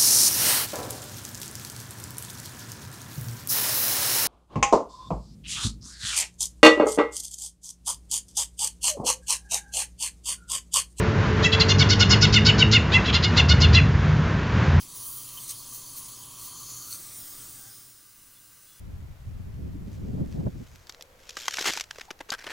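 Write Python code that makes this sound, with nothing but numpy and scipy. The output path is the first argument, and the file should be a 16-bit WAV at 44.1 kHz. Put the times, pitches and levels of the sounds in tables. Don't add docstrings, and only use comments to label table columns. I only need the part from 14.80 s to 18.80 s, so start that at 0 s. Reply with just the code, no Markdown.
import sys
import numpy as np
from scipy import signal
from scipy.fft import rfft, irfft, next_fast_len
from scipy.io import wavfile
from scipy.ndimage import uniform_filter1d, map_coordinates

SR = 44100
rng = np.random.default_rng(int(sys.argv[2]) if len(sys.argv) > 2 else 0)


def persist_wave(psi):
    counts = np.round(np.clip(psi, -1, 1) * 32767).astype(np.int16)
    wavfile.write(sys.argv[1], SR, np.atleast_2d(counts).T)


N = 176400
T = np.arange(N) / SR
FFT_SIZE = next_fast_len(N + 8192)
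HZ = np.fft.rfftfreq(FFT_SIZE, 1 / SR)
FADE_START_S, FADE_END_S = 2.635, 3.365
FADE = np.clip((T - FADE_START_S) / (FADE_END_S - FADE_START_S), 0, 1)


def amp(db):
    return 10 ** (np.asarray(db) / 20)


def unit(x):
    return x / np.sqrt(np.mean(x ** 2) + 1e-20)


def curves(rows):
    times, *columns = np.transpose(rows)
    return [np.interp(T, times, column) for column in columns]


def wobble(rate):
    return map_coordinates(rng.standard_normal(int(N * rate / SR) + 4), [T * rate])


def swell(peak_s, rise, fall):
    return np.exp(-((T - peak_s) / np.where(T < peak_s, rise, fall)) ** 2 / 2)


def sink(db):
    return np.hypot(1 - FADE, amp(db) * FADE)


def colour(points):
    hz, db = np.transpose(points)
    return amp(np.interp(np.log(HZ + 1), np.log(hz), db))


def resonance(hz, width):
    return 1 / (1 + ((HZ - hz) / (.75 * width)) ** 2)


def tube(modes, rush):
    mode_power = sum((amp(db) * resonance(hz, width)) ** 2 for hz, width, db in modes)
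    return np.sqrt(colour(rush) ** 2 + mode_power)


def filtered(x, gain):
    return irfft(rfft(x, FFT_SIZE) * gain, FFT_SIZE)[:N]


def comb(x, lag_ms, depth_db):
    delayed = map_coordinates(x, [(T - lag_ms / 1000) * SR])
    return unit(x + amp(depth_db) * delayed)


def air(gain, patchy_db=0):
    spectra = signal.stft(rng.standard_normal(N), nperseg=512)[2]
    patches = uniform_filter1d(rng.standard_normal(spectra.shape), 7, axis=0)
    patches = unit(uniform_filter1d(patches, 10, axis=1))
    noise = signal.istft(spectra * amp(patchy_db * patches), nperseg=512)[1][:N]
    return unit(filtered(noise, gain))


# (frequency [Hz], relative level [dB])
RUMBLE_SPECTRUM = [(20, 1), (45, 3), (75, -3.5), (105, -2.5), (160, 0), (205, -4.5), (280, -1), (350, -4),
                   (410, -8.5), (700, -13), (1500, -18), (4000, -28)]
def room_rumble(db=-58):
    return amp(db) * air(colour(RUMBLE_SPECTRUM)) * sink(-9)


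def machine_hum(hz=119.7, tone_db=-63.5, noise_db=-62):
    phase = 2 * np.pi * np.cumsum(hz + 1.06 * wobble(10)) / SR
    tone = amp(tone_db) * unit(np.sin(phase))
    noise = amp(noise_db) * air(resonance(hz - 3, width=25.5))
    return (tone + noise) * sink(-13.5)


# (time [s], fundamental [Hz], level of the octave [dB])
WHISTLE_GLIDE = [(2.72, 900, -88), (2.76, 860, -64), (2.81, 776, -63), (2.88, 799, -62.5), (2.93, 760, -66),
                 (2.98, 740, -92), (3.1, 740, -120)]
def whistle(roughness=0.024, fundamental_db=-5.5):
    hz, db = curves(WHISTLE_GLIDE)
    phase = 2 * np.pi * np.cumsum(hz * (1 + roughness * wobble(400))) / SR
    harmonics = np.sin(2 * phase) + amp(fundamental_db) * np.sin(phase)
    return amp(db + 2 * wobble(60)) * harmonics


# (time [s], frequency [Hz], relative level [dB])
MOUTH_CAVITY = [(0.0, 1157, -59), (0.03, 1080, -66.5), (0.22, 1141, -59), (1.07, 1079, -61),
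                (1.8, 1116, -58), (2.16, 1249, -58.5), (2.2, 1222, -64.5), (2.66, 1252, -64),
                (2.7, 1258, -66)]
def mouth(gain_db=0.5):
    hz, db = curves(MOUTH_CAVITY)
    band = signal.hilbert(air(resonance(np.mean(hz), width=190)))
    drift_hz = hz - np.mean(hz) + 22 * wobble(12)
    shifted = np.real(band * np.exp(2j * np.pi * np.cumsum(drift_hz) / SR))
    return (1 - FADE) * amp(db + gain_db) * shifted


# (peak time [s], rise [s], fall [s], frequency [Hz], bandwidth [Hz], level [dB])
NARROW_GAPS = [(.27, 0.091, .15, 9780, 700, -43.5), (.577, 0.0054, 0.0085, 3040, 240, -47),
               (.63, 0.023, 0.022, 8500, 600, -45.5), (1.95, 0.15, 0.12, 6420, 560, -46.5),
               (1.93, .2, 0.12, 7080, 200, -49.5), (2.02, 0.32, 0.12, 4450, 282, -52),
               (2.127, 0.01, 0.0074, 4420, 200, -44), (2.37, 0.032, 0.032, 9330, 600, -46),
               (2.93, 0.12, 0.23, 5030, 200, -64), (3.58, 0.019, .008, 3480, 90, -65),
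               (3.93, 0.066, 0.056, 3420, 70, -69)]
WIDE_GAP = (2.1, 0.24, 0.08, 11800, 4200, -48.5)
def gaps():
    return sum(amp(db) * swell(peak_s, rise, fall) * air(resonance(hz, width))
               for peak_s, rise, fall, hz, width, db in NARROW_GAPS + [WIDE_GAP])


# (peak time [s], rise [s], fall [s], level [dB])
SPRAY_SPURTS = [(.16, .007, 0.016, -42), (.28, 0.057, 0.12, -38), (.58, .05, .09, -45),
                (.79, .015, .02, -46), (.94, 0.0089, .035, -42), (1.18, 0.016, .018, -40),
                (1.31, 0.029, .06, -53), (1.65, .035, .025, -43), (2.125, .025, 0.022, -42.5),
                (2.44, 0.067, .1, -45), (3.35, .03, .03, -65), (3.55, .06, .1, -61)]
# (frequency [Hz], relative level [dB])
SPRAY_SPECTRUM = [(2000, -45), (8000, -14), (11000, -26), (12200, -7), (13700, -4.5), (15200, 2),
                  (15800, -5)]
def spray():
    envelope = sum(amp(db) * swell(peak_s, rise, fall) for peak_s, rise, fall, db in SPRAY_SPURTS)
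    return envelope * amp(0.88 * wobble(100)) * air(colour(SPRAY_SPECTRUM), patchy_db=-2)


# (peak time [s], half duration [s], level [dB])
GULPS = [(0.701, 0.014, -35.5), (0.945, .025, -43.5), (1.179, 0.015, -42), (1.246, 0.01, -52),
         (1.635, 0.035, -44.5), (2.13, 0.024, -39)]
# (frequency [Hz], relative level [dB])
DROPLET_SPECTRUM = [(500, -49), (2300, -17), (3400, -17), (4200, -6), (5400, -9), (6200, 1.5), (7400, -8.5),
                    (8600, 1.5), (10400, -5.5), (11400, -9), (15800, -6.5)]
def slurps(droplets_per_s=11000, spread_db=3):
    envelope = sum(amp(db) / np.sqrt(1 + ((T - peak_s) / half) ** 4) for peak_s, half, db in GULPS)
    flutter = amp(2.8 * wobble(250))
    hits = rng.random(N) < droplets_per_s / SR
    sizes = amp(spread_db * np.minimum(rng.exponential(size=N), 4))
    impulses = hits * sizes * rng.choice([-1, 1], N)
    return envelope * flutter * unit(filtered(impulses, colour(DROPLET_SPECTRUM)))


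# (frequency [Hz], bandwidth [Hz], relative level [dB])
WEAK_MODES = [(1230, 200, -7), (1550, 135, -8), (1970, 210, -15), (2860, 210, -8.5), (4070, 500, -9.5),
              (5010, 620, -8.5), (6120, 450, -6), (7170, 360, -6), (8070, 250, -5), (8700, 420, -5),
              (9680, 370, -2), (10350, 220, -4.5), (10740, 280, -8), (14500, 260, -9), (15100, 230, -9),
              (15550, 270, 1.5)]
# (frequency [Hz], relative level [dB])
WEAK_SPECTRUM = [(300, -30), (800, -22), (1800, -15), (2400, -15.5), (4500, -18), (9000, -15.5),
                 (12200, -15), (13300, -8), (14200, -8), (15800, -11)]
def weak_draw(db=-53.5):
    return amp(db) * air(tube(WEAK_MODES, WEAK_SPECTRUM), patchy_db=0.5)


# (frequency [Hz], relative level [dB])
FREE_SPECTRUM = [(300, -23), (800, -14), (1900, -12.5), (2600, -12), (3700, -7.5), (6400, -1.5), (7700, -3),
                 (9300, 2.5), (10800, -6.5), (12200, -9), (13800, -3.5), (15300, 3), (15800, 2)]
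# (time [s], delay [ms])
HAND_DELAY = [(2.17, .48), (2.3, .515), (2.45, .565), (2.6, .625), (2.72, .655), (2.82, .62), (3.03, .565)]
def free_tip(db=-40.5):
    lag_ms, = curves(HAND_DELAY)
    envelope = amp(db + 0.34 * wobble(11))
    hiss = air(colour(FREE_SPECTRUM), patchy_db=1.3)
    return envelope * comb(hiss, lag_ms, depth_db=-13)


# (time [s], level [dB])
COVERED_FLOW = [(0, -39), (.07, -46.5), (.17, -43), (.7, -43), (.85, -44.5), (1.3, -43), (1.5, -46),
                (1.68, -44), (2.1, -46)]
# (frequency [Hz], bandwidth [Hz], relative level [dB])
COVERED_MODES = [(3140, 230, -9), (3420, 250, -11.5), (4480, 470, -6), (5100, 170, -7.5), (5950, 180, -1),
                 (6520, 230, -1), (7110, 250, -2.5), (8140, 990, -6.5), (9650, 500, 0), (10260, 390, 0),
                 (10700, 260, -4.5), (13700, 310, -11), (14300, 300, -5), (14700, 170, -5), (15400, 230, 1),
                 (15800, 260, -5)]
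# (frequency [Hz], relative level [dB])
COVERED_SPECTRUM = [(300, -30), (1000, -31.5), (2500, -17.5), (4000, -10.5), (7800, -14.5), (10700, -11.5),
                    (11200, -10.5), (12200, -16.5), (12700, -9.5), (15800, -15)]
def covered_tip():
    flow_db, = curves(COVERED_FLOW)
    hiss = air(tube(COVERED_MODES, COVERED_SPECTRUM), patchy_db=2)
    swirl = comb(hiss, lag_ms=0.63 + 0.075 * wobble(8.97), depth_db=-16.5)
    flutter_db = 0.52 * wobble(24.93) + 0.67 * wobble(300)
    return amp(flow_db + flutter_db) * swirl


def suction(release_s=2.17, transition_s=0.066):
    free = np.clip((T - release_s) / transition_s + .5, 0, 1)
    strong = np.sqrt(1 - free) * covered_tip() + np.sqrt(free) * free_tip()
    return (1 - FADE) * strong + FADE * weak_draw()


def reflections(x, bounce_s=0.001922, bounce_db=-16, onset_s=0.0036, decay_s=0.021, tail_db=-9.5):
    t = T[:SR // 10]
    tail = rng.standard_normal(len(t)) * np.exp(-t / decay_s) * (t > onset_s)
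    combed = filtered(x, 1 + amp(bounce_db) * np.exp(-2j * np.pi * HZ * bounce_s))
    diffuse = signal.fftconvolve(x, tail / np.linalg.norm(tail))[:N]
    return combed + amp(tail_db) * diffuse


def scene():
    hiss = suction() + gaps() + slurps() + spray() + mouth()
    mono = reflections(hiss) + whistle() + machine_hum() + room_rumble()
    return np.array([mono, mono])


def record(dry):
    cutoff_hz = 15790
    return np.array([filtered(side, HZ < cutoff_hz) for side in dry])


dry = scene()
out = record(dry)
persist_wave(out)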